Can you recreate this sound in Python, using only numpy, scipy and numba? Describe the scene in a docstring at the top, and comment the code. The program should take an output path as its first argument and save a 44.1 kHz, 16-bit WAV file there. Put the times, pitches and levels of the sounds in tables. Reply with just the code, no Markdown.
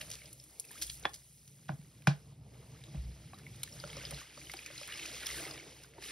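"""Soap is poured on sponges in a plastic basin of suds: gushes spray, drops ring as bubbles and foam fizzes.
The hollow bottle taps, its walls buzzing, and is set down. A hand knocks the basin: its walls ring and the
panel and table answer low. Then a sponge is lifted and wrung: the fizz swells, more drops fall and air pockets plop.
Under it all the basin and table boom softly. Two close microphone ports hear it from above in a small room."""
import sys
import numpy as np
from scipy import signal
from scipy.fft import rfft, irfft
from scipy.io import wavfile
from scipy.ndimage import uniform_filter1d
from numba import njit

SR = 44100
rng = np.random.default_rng(int(sys.argv[2]) if len(sys.argv) > 2 else 0)


def store_pcm(level_fs):
    """Save levels as 16-bit WAV."""
    pcm = np.round(np.clip(level_fs, -1, 1) * 32767).astype(np.int16)
    wavfile.write(sys.argv[1], SR, np.atleast_2d(pcm).T)


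N = 269451  # length in samples
TABLE_HZ = 62.8  # the pitch at which the table hums


def undb(db):
    """Turn decibels into a plain factor."""
    return 10 ** (np.asarray(db) / 20)


def unit(x):
    """Scale a signal to an average (RMS) level of 1."""
    return x / np.sqrt(np.mean(x ** 2))


def curves(table):
    """Join the points of each column by straight lines over time; the first column is seconds."""
    s, *columns = np.transpose(table)
    return [np.interp(np.arange(N) / SR, s, c) for c in columns]


def on_log(table, hz):
    """Read a table of (Hz, value) between its points, on a logarithmic pitch scale."""
    f, value = np.transpose(table)
    return np.interp(np.log(hz + 1), np.log(f + 1), value)


def shape(x, gain):
    """Filter by a gain that is a function of frequency."""
    hz = np.arange(len(x) // 2 + 1) * SR / len(x)
    return irfft(rfft(x) * gain(hz), len(x))


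def band(x, hz, width):
    """Two-pole resonance, gain 1 at the centre."""
    b, a = signal.iirpeak(min(hz, .45 * SR), hz / width, SR)
    return signal.lfilter(b, a, x)


def band_twice(x, hz, width):
    """The same resonance twice in a row, for steeper sides."""
    return band(band(x, hz, width), hz, width)


def add(out, s, x):
    """Mix the sound x into out, starting at s seconds."""
    i = int(s * SR)
    out[i:i + len(x)] += x[:N - i]


def fade(t60, rise):
    """Quick rise, exponential fall by 60 dB in t60 seconds, top 1."""
    t = np.arange(int(t60 * SR) + 64) / SR
    env = (1 - np.exp(-t / rise)) * 1000 ** (-t / t60)
    return env / env.max()


def walk(rate):
    """Random levels held 1 / rate seconds, then smoothed into slopes; spread near 1."""
    k = int(SR / rate)
    steps = np.repeat(rng.standard_normal(N // k + 1), k)
    return 1.46 * uniform_filter1d(steps, k)[:N]


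@njit
def rings(n, start, hz, t60, size, glide, rise, sr):
    """Damped tones; the pitch climbs by the share glide in one t60, as a bubble nears the surface."""
    out = np.zeros(n)
    for e in range(len(start)):
        length, phase = int(t60[e] * sr), 0.
        for i in range(min(length, n - start[e])):
            phase += 2 * np.pi * hz[e] * (1 + glide[e] * i / length) / sr
            swell = min(1., i / (rise * length + 1))
            out[start[e] + i] += size[e] * np.sin(phase) * 1000. ** (-i / length) * swell
    return out


def ring(s, hz, t60, db, glide=0., rise=0.):
    """Damped tones from lists or single values; rise is the share of the t60 over which each tone swells."""
    columns = np.broadcast_arrays(np.atleast_1d(s), hz, t60, db, glide)
    s, hz, t60, db, glide = (np.ascontiguousarray(v, float) for v in columns)
    return rings(N, (s * SR).astype(np.int64), hz, t60, undb(db), glide, rise, 1. 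* SR)


def foam(fizz_db, spray_db, slosh_db):
    """Foam cells burst over a flickering hiss, bigger bubbles squelch out of the pores; the slosh rings the basin water."""
    # Tone colour of the fizz. Each row: frequency in Hz, gain in dB
    fizz_color = [(300, -23), (1000, -22), (1500, -15), (2100, 3), (3000, 1), (5600, -2.5), (8000, -2),
                  (11000, -3.5), (15000, -13.5)]
    # Pore sizes at which the sponge wheezes. Each row: centre in Hz, width in Hz, level in dB
    pore_sizes = [(1310, 920, 11), (2050, 1100, -9.5), (3120, 7200, -7.5), (4830, 7300, 4),
                  (5800, 630, 3.5)]
    # Resonances of the water-filled basin. Each row: centre in Hz, width in Hz, level in dB
    basin_water = [(264, 92, -3), (317, 29, 6.5), (447, 42, 3.5), (605, 75, 0.5), (800, 210, -9.5)]

    cells = bubbles(1212, 13870, cycles=25.4, spread_db=0.85, count=20000)
    cells = shape(cells, lambda f: np.sqrt(f / 4000))
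    hiss = undb(0.5 * walk(60)) * rng.standard_normal(N)
    fizz = shape(1.08 * unit(cells) + hiss, lambda f: undb(on_log(fizz_color, f)))
    top = shape(fizz, lambda f: 1 / (1 + (6500 / (f + 1)) ** 4))  # the treble part is the fine spray
    lower = fizz - top

    # the harder the squeeze, the larger the share of big bubbles
    big = bubbles(1100, 6300, cycles=25, spread_db=2.9, count=3600)
    big = unit(shape(big, lambda f: undb(.45 * on_log(fizz_color, f))))
    squelch = .75 * undb(.3 * (fizz_db + 56.5)) * big
    films = bubbles(1200, 9000, cycles=5, spread_db=2.8, count=1500)  # films tearing
    squelch += .35 * unit(films)
    squelch *= undb(2.2 * walk(25))  # they come in clusters

    # each size of pore empties in its own short surges
    pores = np.zeros(N)
    for hz, width, db in pore_sizes:
        for stretch in (0.86, 1.14):  # each size comes a little wider and a little narrower
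            surge = undb(db + 3.8 * walk(17))
            pores += surge * band_twice(fizz, hz * stretch, width)
    body = 0.67 * unit(lower) + 0.5 * unit(pores) + squelch
    body *= undb(fizz_db + 0.81 * walk(16))

    gurgle = 0.65 * unit(bubbles(380, 1200, cycles=12, spread_db=2.2, count=1000))
    slosh = []
    for _ in range(2):  # one for both ports, one that they hear differently
        modes = [undb(db + 3.9 * walk(14)) * band(rng.standard_normal(N), hz, width)
                 for hz, width, db in basin_water]
        slosh.append(unit(sum(modes)))

    # the slosh fills the whole basin, so the ports share only part of it
    other = unit(np.roll(lower, N // 2)) * undb(fizz_db)
    other += unit(np.roll(top, N // 2)) * undb(spray_db)
    apart = 0.33 * undb(slosh_db) * slosh[1] + 0.17 * other
    water = body + undb(spray_db) * unit(top) + undb(slosh_db) * (slosh[0] + gurgle)
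    return water, apart


def bubbles(low_hz, high_hz, cycles, spread_db, count):
    """A random swarm of ringing, rising bubbles, a few of them much louder than the rest."""
    when, pitch, ringing, size, glide = rng.random((count, 5)).T
    hz = low_hz * (high_hz / low_hz) ** pitch
    t60 = cycles * (1.22 + ringing) / hz
    db = -spread_db * np.log(size + 0.011)
    return ring(when * N / SR, hz, t60, db, 0.775 * glide, rise=0.016)


def drops(fizz_db):
    """Each drop lands with a slap, a treble snap and a small bubble whose pitch climbs."""
    # The clearest drops, and the bottle's first tick at 1.0357 s, which sounds the same way. Each row: start in
    # seconds, # bubble level in dB before the muting of hard drops, bubble pitch in Hz, treble snap level in dB
    clear_drops = [(.0145, -28, 2760, -37.5), (.103, -31.5, 5900, -38), (.217, -44, 2190, -69),
                   (.2568, -37.5, 4900, -53), (.3295, -56, 5330, -34), (.3985, -39, 5160, -56.5),
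                   (.4394, -51, 3520, -40.5), (.598, -50, 5330, -23), (.6497, -45, 2500, -38.5),
                   (.6858, -44.5, 5230, -62), (.642, -47, 2540, -70), (.691, -50, 2400, -76),
                   (.738, -49, 3000, -70), (.7145, -58, 5500, -37), (.8215, -25, 3200, -26.5),
                   (.8275, -39, 6240, -38), (.842, -45, 5100, -45), (.8674, -43, 4360, -32),
                   (.877, -42, 3350, -64), (.8963, -36.5, 3290, -60), (.9966, -54, 4840, -42),
                   (1.026, -41.5, 6140, -61), (1.0357, -40, 2150, -56), (1.0362, -44, 3600, -60),
                   (1.094, -44, 5000, -52), (1.1483, -46.5, 5230, -40.5), (1.4773, -40, 5920, -48),
                   (2.021, -45.5, 2360, -55), (2.8383, -39, 3770, -53), (3.343, -45, 3800, -74),
                   (3.3866, -41.5, 4520, -49), (3.5607, -44, 5300, -50), (3.7812, -47, 3950, -59),
                   (3.8745, -40.5, 4860, -60), (4.109, -32, 5000, -32.5), (4.144, -36.5, 4140, -59),
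                   (4.3749, -44, 4500, -70), (4.5694, -35.5, 4670, -56), (4.628, -40, 2450, -65),
                   (4.752, -41, 6140, -65), (4.8119, -37, 5260, -58), (4.8323, -34, 2460, -53),
                   (4.8757, -42, 2660, -37), (4.9012, -36, 2310, -62), (5.1307, -47, 2200, -60),
                   (5.1526, -40, 4470, -48), (5.1766, -43, 3270, -65), (5.2005, -36, 2580, -54),
                   (5.2319, -32, 2330, -45), (5.26, -26.5, 5400, -44), (5.4923, -36.5, 5040, -57),
                   (5.5377, -35.5, 4950, -55), (5.5762, -38, 2250, -67), (5.846, -46.5, 1520, -62),
                   (5.937, -46, 2060, -57), (3.4649, -36, 2150, -76), (3.6327, -21, 3780, -26.5),
                   (3.6763, -40, 1740, -55), (1.815, -52.5, 2160, -62), (4.975, -31, 2700, -44),
                   (5.03, -37, 2920, -61), (5.088, -39, 3530, -60), (5.29, -31, 2100, -37),
                   (3.7246, -39, 5370, -64), (3.8003, -34, 4660, -51), (3.9002, -39, 3170, -73),
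                   (3.93, -34, 2180, -49), (3.968, -32, 5330, -49), (4.027, -37, 3000, -47),
                   (4.052, -30.5, 4800, -53.5), (4.4134, -40, 2270, -68), (4.469, -39, 2980, -70),
                   (4.4972, -32, 2080, -48), (4.5164, -30.5, 4800, -42.5), (4.5893, -31.5, 2420, -50),
                   (4.5372, -28, 2080, -35), (4.6611, -31, 2450, -45), (4.662, -32, 5940, -44),
                   (4.7785, -29.5, 3970, -44), (4.9228, -29.5, 2800, -48), (4.9921, -29.5, 2550, -69),
                   (5.059, -29.5, 5650, -43), (5.2664, -20.5, 4930, -28), (5.269, -30, 3230, -60),
                   (5.3014, -30, 1990, -49), (5.4191, -40, 2000, -64), (5.4507, -32, 2100, -59),
                   (5.5099, -32, 4850, -65), (5.597, -37.5, 2150, -64), (5.8351, -36, 4900, -46.5),
                   (6.0245, -35, 2360, -49)]
    rows = np.vstack([clear_drops, drizzle(fizz_db, count=18)])
    s, db, hz, snap_db = rows.T
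    # hardness runs from 0 (snap 22 dB under the bubble) to 1 (only 3 dB under)
    hard = np.clip((snap_db - db + 22) / 19, 0, 1)
    slap_width = hz * (0.45 + 1.55 * hard)
    # a hard landing mutes and shortens the bubble
    out = ring(s, hz, 0.022 * (1 - 0.5 * hard), db - 10 * hard, 0.14, rise=0.1)

    # a landing clicks, then its spray dies away
    env = undb(-13) * fade(0.02, 0.0038)
    add(env, 0, fade(0.0016, 0.000084))
    noises = rng.standard_normal((len(rows), 2, len(env)))
    for row, width, noise in zip(rows, slap_width, noises):
        start, bubble_db, bubble_hz, treble_db = row
        slap = undb(bubble_db - 5) * unit(band_twice(noise[0], bubble_hz, width))
        snap = undb(treble_db) * unit(band_twice(noise[1], 9500, 6500))
        add(out, start, env * (slap + snap))
    return out


def drizzle(fizz_db, count):
    """Lesser drops, in rows like the clear ones: the louder the fizz, the more often they fall."""
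    when, pitch, size = rng.random((count, 3)).T
    share = np.cumsum(undb(fizz_db))
    i = np.searchsorted(share, when * share[-1])
    db = fizz_db[i] + 13 - 0.45 * np.log(size + 0.27)
    hz = 1900 * (5400 / 1900) ** pitch
    return np.transpose([i / SR, db, hz, db - 20])  # the snap lies 20 dB under the bubble


def plops():
    """Air pockets leaving the sponge ring lower than the drops, with a short overtone just after."""
    # Each row: start in seconds, level in dB, bubble pitch in Hz, share by which the pitch rises
    air_pockets = [(.708, -45, 1700, 0.3), (0.71, -50, 950, 0.18), (.755, -48, 1220, 0.45),
                   (3.332, -44.5, 1050, 0.72), (3.333, -41, 755, 0.079), (3.838, -35, 565, 0.17),
                   (3.839, -31.5, 1325, 0.11), (3.873, -47, 566, 0.16), (3.968, -39, 532, 0.3),
                   (4.035, -45, 534, 0.2), (4.112, -43, 522, 0.45), (4.216, -42, 1140, 0.1),
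                   (4.377, -45, 560, 0.18), (4.375, -41.5, 1150, .1), (4.543, -43.5, 340, 0.045),
                   (5.132, -48, 480, 0.083), (5.233, -38, 1400, .1), (4.538, -36.5, 755, 0.064),
                   (4.702, -44, 566, 0.13), (4.813, -41, 552, 0.22), (5.373, -44, 325, 0.36),
                   (5.4, -39.5, 627, 0.38), (5.425, -43, 320, 0.2), (5.463, -41, 417, 0.14),
                   (5.666, -47.5, 413, 0.11), (5.72, -52, 437, .1), (5.985, -43, 380, 0.083),
                   (5.982, -42, 890, 0.044)]
    s, db, hz, glide = np.transpose(air_pockets)
    t60 = 17 / hz * (1 + 3.6 * glide)  # pockets that climb far ring longer
    main = ring(s, hz, t60, db, glide, rise=0.057)
    overtone = ring(s + 0.00115, 2.165 * hz, 0.22 * t60, db - 2, glide, rise=0.03)
    return main + overtone


def splashes():
    """Gushes land on the sponge as ragged bursts of spray, torn into spikes by single droplets."""
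    # Each row: start in seconds, level in dB, centre in Hz, time to fall by 60 dB in seconds
    gushes = [(0.0093, -43, 2930, 0.055), (.092, -53, 4960, 0.069), (0.1104, -44, 5340, 0.21),
              (0.7136, -56, 2880, 0.11), (.806, -63, 4500, .05), (0.814, -39, 5270, 0.043),
              (0.8205, -40.5, 4630, 0.026), (0.824, -40, 6000, 0.14), (.885, -54, 3530, 0.033),
              (0.896, -40.5, 4600, 0.041), (1.1316, -45, 6160, 0.14), (1.681, -52, 2600, 0.11)]
    out = np.zeros(N)
    spray = undb(3.5 * walk(500)) * rng.standard_normal(N)
    for s, db, hz, t60 in gushes:
        env = fade(t60, rise=.002)
        burst = spray[int(s * SR):][:len(env)]
        add(out, s, undb(db) * env * unit(band_twice(burst, hz, 1.2 * hz)))
    return out


def knocks():
    """A rattling contact rings the walls, brighter the harder the blow; the heavy panel and table answer late."""
    # Blows on the basin. 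Each row: start in seconds, floor panel level in dB, wall level in dB,
    # table level in dB, lag of the low ring in seconds
    blow_list = [(1.6911, -28, -29.5, -76, 0.0021), (1.732, -45, -56, -69, 0.0044),
                 (1.789, -40.5, -60, -68, 0.00055), (1.829, -51, -58, -70, 0.0017),
                 (2.0706, -13.5, -18, -68, 0.0027), (2.943, -31.5, -37, -48, 0.0022),
                 (3.836, -41, -34.5, -65, 0.0066), (4.123, -38, -34, -45, 0.0035)]
    # Tones of the basin wall. Each row: pitch in Hz, level in dB against the blow,
    # time to fall by 60 dB in seconds
    wall_tones = [(322, -15, 0.094), (605, -8, 0.079), (673, -19.5, 0.18), (796, 4, 0.021),
                  (1030, -6, 0.018), (1564, 6.5, 0.0094), (1040, -22, 0.15), (1530, -22.5, 0.2),
                  (1660, -21, 0.16), (2393, -20.5, 0.1), (2360, -5, 0.015), (2950, -32, 0.126),
                  (3670, -29, 0.087), (3940, -31.5, 0.084), (4780, -37, 0.11), (5600, -27, 0.106)]
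    out = np.zeros(N)
    hz, db, t60 = np.transpose(wall_tones)
    contact, tail = fade(.022, .002), fade(.18, .004)
    flutter = undb(2.5 * walk(300))  # water lapping the walls makes their ring ragged
    for s, panel_db, wall_db, table_db, lag in blow_list:
        noise = rng.standard_normal(len(tail))
        wall = ring(s + 1.33 / hz, hz, t60, db + wall_db, rise=0.078) * flutter  # the treble arrives first
        add(wall, s, undb(wall_db - 4.0) * contact * noise[:len(contact)])
        add(wall, s, undb(wall_db - 13.5) * tail * band(noise, 670, 4600))
        # two panel tones that beat with each other, then the table
        low = ring(s + lag, [145, 166, TABLE_HZ], [.17, 0.098, .3],
                   [panel_db, panel_db - 3, table_db], rise=0.051)
        hard_hz = min(4800 * undb(1.2 * (wall_db + 19.5)), 15000)  # treble limit
        b, a = signal.butter(2, hard_hz, fs=SR)
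        out += signal.lfilter(b, a, wall)
        out += band(band(low, 184, 231), 188, 300)
    return out


def bottle():
    """The hollow bottle touches, then taps; the blow spreads through the walls, treble first, and they buzz out."""
    # Tones of the bottle. Each row: pitch in Hz, level in dB against the tap,
    # time to fall by 60 dB in seconds
    bottle_tones = [(314, -13, 0.06), (567, -2, 0.035), (855, 5.5, 0.029), (1034, 11, 0.014),
                    (1300, -0.5, .02), (1730, 4, 0.016), (2450, 5.5, 0.005), (3400, 1, 0.03),
                    (4080, -5.5, 0.0065), (5140, -13.5, 0.0047)]
    # Each row: start in seconds, level in dB to which each part adds its own offset
    taps = [(1.0475, -40), (1.0527, -18.5)]
    hz, db, t60 = np.transpose(bottle_tones)
    out = np.zeros(N)
    tail, crack = fade(0.037, 0.0028), fade(0.028, .0012)
    for s, tap_db in taps:
        out += ring(s + 0.35 / hz, hz, t60, db + tap_db - 5.0, rise=0.076)
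        noise = rng.standard_normal(len(tail))
        buzz = band(band(noise, 650, 1600), 700, 2500)
        add(out, s, undb(tap_db - 3.0) * tail * buzz)
        add(out, s, undb(tap_db - 29.0) * crack * band(noise[-len(crack):], 3700, 3000))
    return out


def boom():
    """Moving water shakes the floor panel of the basin; the table under it hums on one wavering mode."""
    # Levels of the two low hums. Each row: time in seconds, floor panel level in dB, table level in dB
    hum_levels = [(0, -58.5, -60.5), (.68, -66.5, -75), (.9, -61.5, -55.5), (1.3, -64.5, -71),
                  (1.63, -59, -82), (1.74, -44.5, -74), (1.78, -63, -68), (1.86, -59, -70),
                  (1.89, -59, -70), (1.93, -62, -76), (2.4, -54, -63), (2.79, -57, -62),
                  (2.935, -51.5, -71), (2.98, -55, -40), (3.04, -53, -41), (3.11, -51.5, -47.5),
                  (3.3, -53, -68), (4.0, -53, -62), (4.14, -55.5, -48), (4.25, -68.5, -71.5),
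                  (4.49, -60.5, -60), (4.6, -65, -70), (4.92, -62.5, -69), (5.33, -61.5, -57.5),
                  (5.6, -60.5, -69), (6.11, -66, -65)]
    panel_db, table_db = curves(hum_levels)
    push = rng.standard_normal((3, N))
    panel = band(band(push[0], 124.8, 26) + band(push[1], 140.0, 27.8), 87, 170)
    hum = np.sin(2 * np.pi * np.cumsum(TABLE_HZ + 1.5 * walk(11)) / SR)
    table = hum + 0.27 * unit(band_twice(push[2], 48, 40))
    panel_level = undb(panel_db + 1.23 * walk(15))
    table_level = undb(table_db + 0.72 * walk(14))
    return panel_level * unit(panel) + table_level * unit(table)


def small_room(sound):
    """The room answers with a short tail of filtered noise, in two independent versions."""
    echo = fade(.16, 0.0082)
    echo = echo * band(rng.standard_normal((2, len(echo))), 1500, 5600)
    echo /= np.sqrt(np.sum(echo ** 2) / 2)
    return undb(-21) * signal.fftconvolve([sound], echo, axes=1)[:, :N]


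def two_ports(rest, apart, blows):
    """The ports differ in timing and level by pitch; the rim sends the ring of blows around 800 Hz to the right
    first."""
    # Each row: frequency in Hz, phase in radians by which the left port leads
    port_lead = [(0, 0), (250, -.2), (700, -.7), (1300, -.5), (2000, 0), (2600, .6), (4400, .8),
                 (5050, -.1), (5600, .5), (6900, 3), (8100, 3.5), (9800, 6.1), (11600, 6.6), (12700, 9.1),
                 (14600, 9.7), (15600, 12.4)]
    # Each row: frequency in Hz, level of left minus right in dB
    port_shade = [(200, -.1), (400, 0.3), (750, -1.5), (1300, 0), (2400, -.8), (8000, .2)]

    def rim(f):
        """How strongly the rim acts: a hump around 800 Hz."""
        return np.exp(-(np.log((f + 1) / 800) / 0.36) ** 2)

    # the rim makes the left port up to 4 dB softer and 0.9 radians later
    left_blows = shape(blows, lambda f: undb(-4 * rim(f)) * np.exp(-1j * .9 * rim(f)))
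    left = rest + apart + left_blows
    left = shape(left, lambda f: undb(on_log(port_shade, f)))
    right = rest - apart + blows
    right = shape(right, lambda f: np.exp(-1j * np.interp(f, *np.transpose(port_lead))))
    return np.array([left, right])


def scene():
    """Mix water, blows, low hums and room into the two ports."""
    # Foam and running water. Each row: time in seconds, fizz level in dB, fine spray level in dB,
    # slosh level in dB
    water_levels = [(0, -62, -55, -63.5), (.27, -62.5, -61, -68.5), (.37, -74, -63, -73),
                    (.67, -68.5, -61, -70.5), (.79, -61.5, -53, -63.5), (.94, -68, -50, -72.5),
                    (1.03, -64.5, -64.5, -68), (1.28, -76.5, -62.5, -79), (2.04, -71.5, -69.5, -71),
                    (2.22, -70.5, -69.5, -69), (2.42, -80, -77.5, -70), (2.56, -70, -69, -66),
                    (2.75, -66.5, -68.5, -65.5), (3.35, -67, -68, -69), (3.74, -62, -60, -64),
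                    (3.98, -55, -61.5, -59), (4.2, -53.5, -57.5, -61), (4.29, -62.5, -67.5, -68.5),
                    (4.44, -57, -59, -65.5), (4.72, -56.5, -60, -64), (4.9, -51.5, -56.5, -64),
                    (5.22, -52, -54, -59), (5.38, -49.5, -46.5, -56.5), (5.5, -52.5, -55, -54),
                    (5.6, -58, -63.5, -59.5), (5.86, -65, -66, -68), (5.93, -70.5, -73.5, -67),
                    (5.995, -66, -68, -62), (6.045, -52, -53, -62)]
    flow = curves(water_levels)
    blows = knocks() + bottle()
    wet = splashes() + drops(flow[0]) + plops()
    room = small_room(blows + wet)
    water, apart = foam(*flow)
    apart = apart + 0.87 * room[1]  # part of the echo differs between the ports
    rest = wet + room[0] + water + boom()
    return two_ports(rest, apart, blows)


def record(dry):
    """The microphone drops the deepest bass and the recorder cuts the top."""
    bass_cut = signal.butter(4, 40, "high", fs=SR, output="sos")
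    top_cut = signal.ellip(10, .2, 50, 15650, fs=SR, output="sos")
    return signal.sosfilt(top_cut, signal.sosfilt(bass_cut, dry))


dry = scene()
out = record(dry)
store_pcm(out)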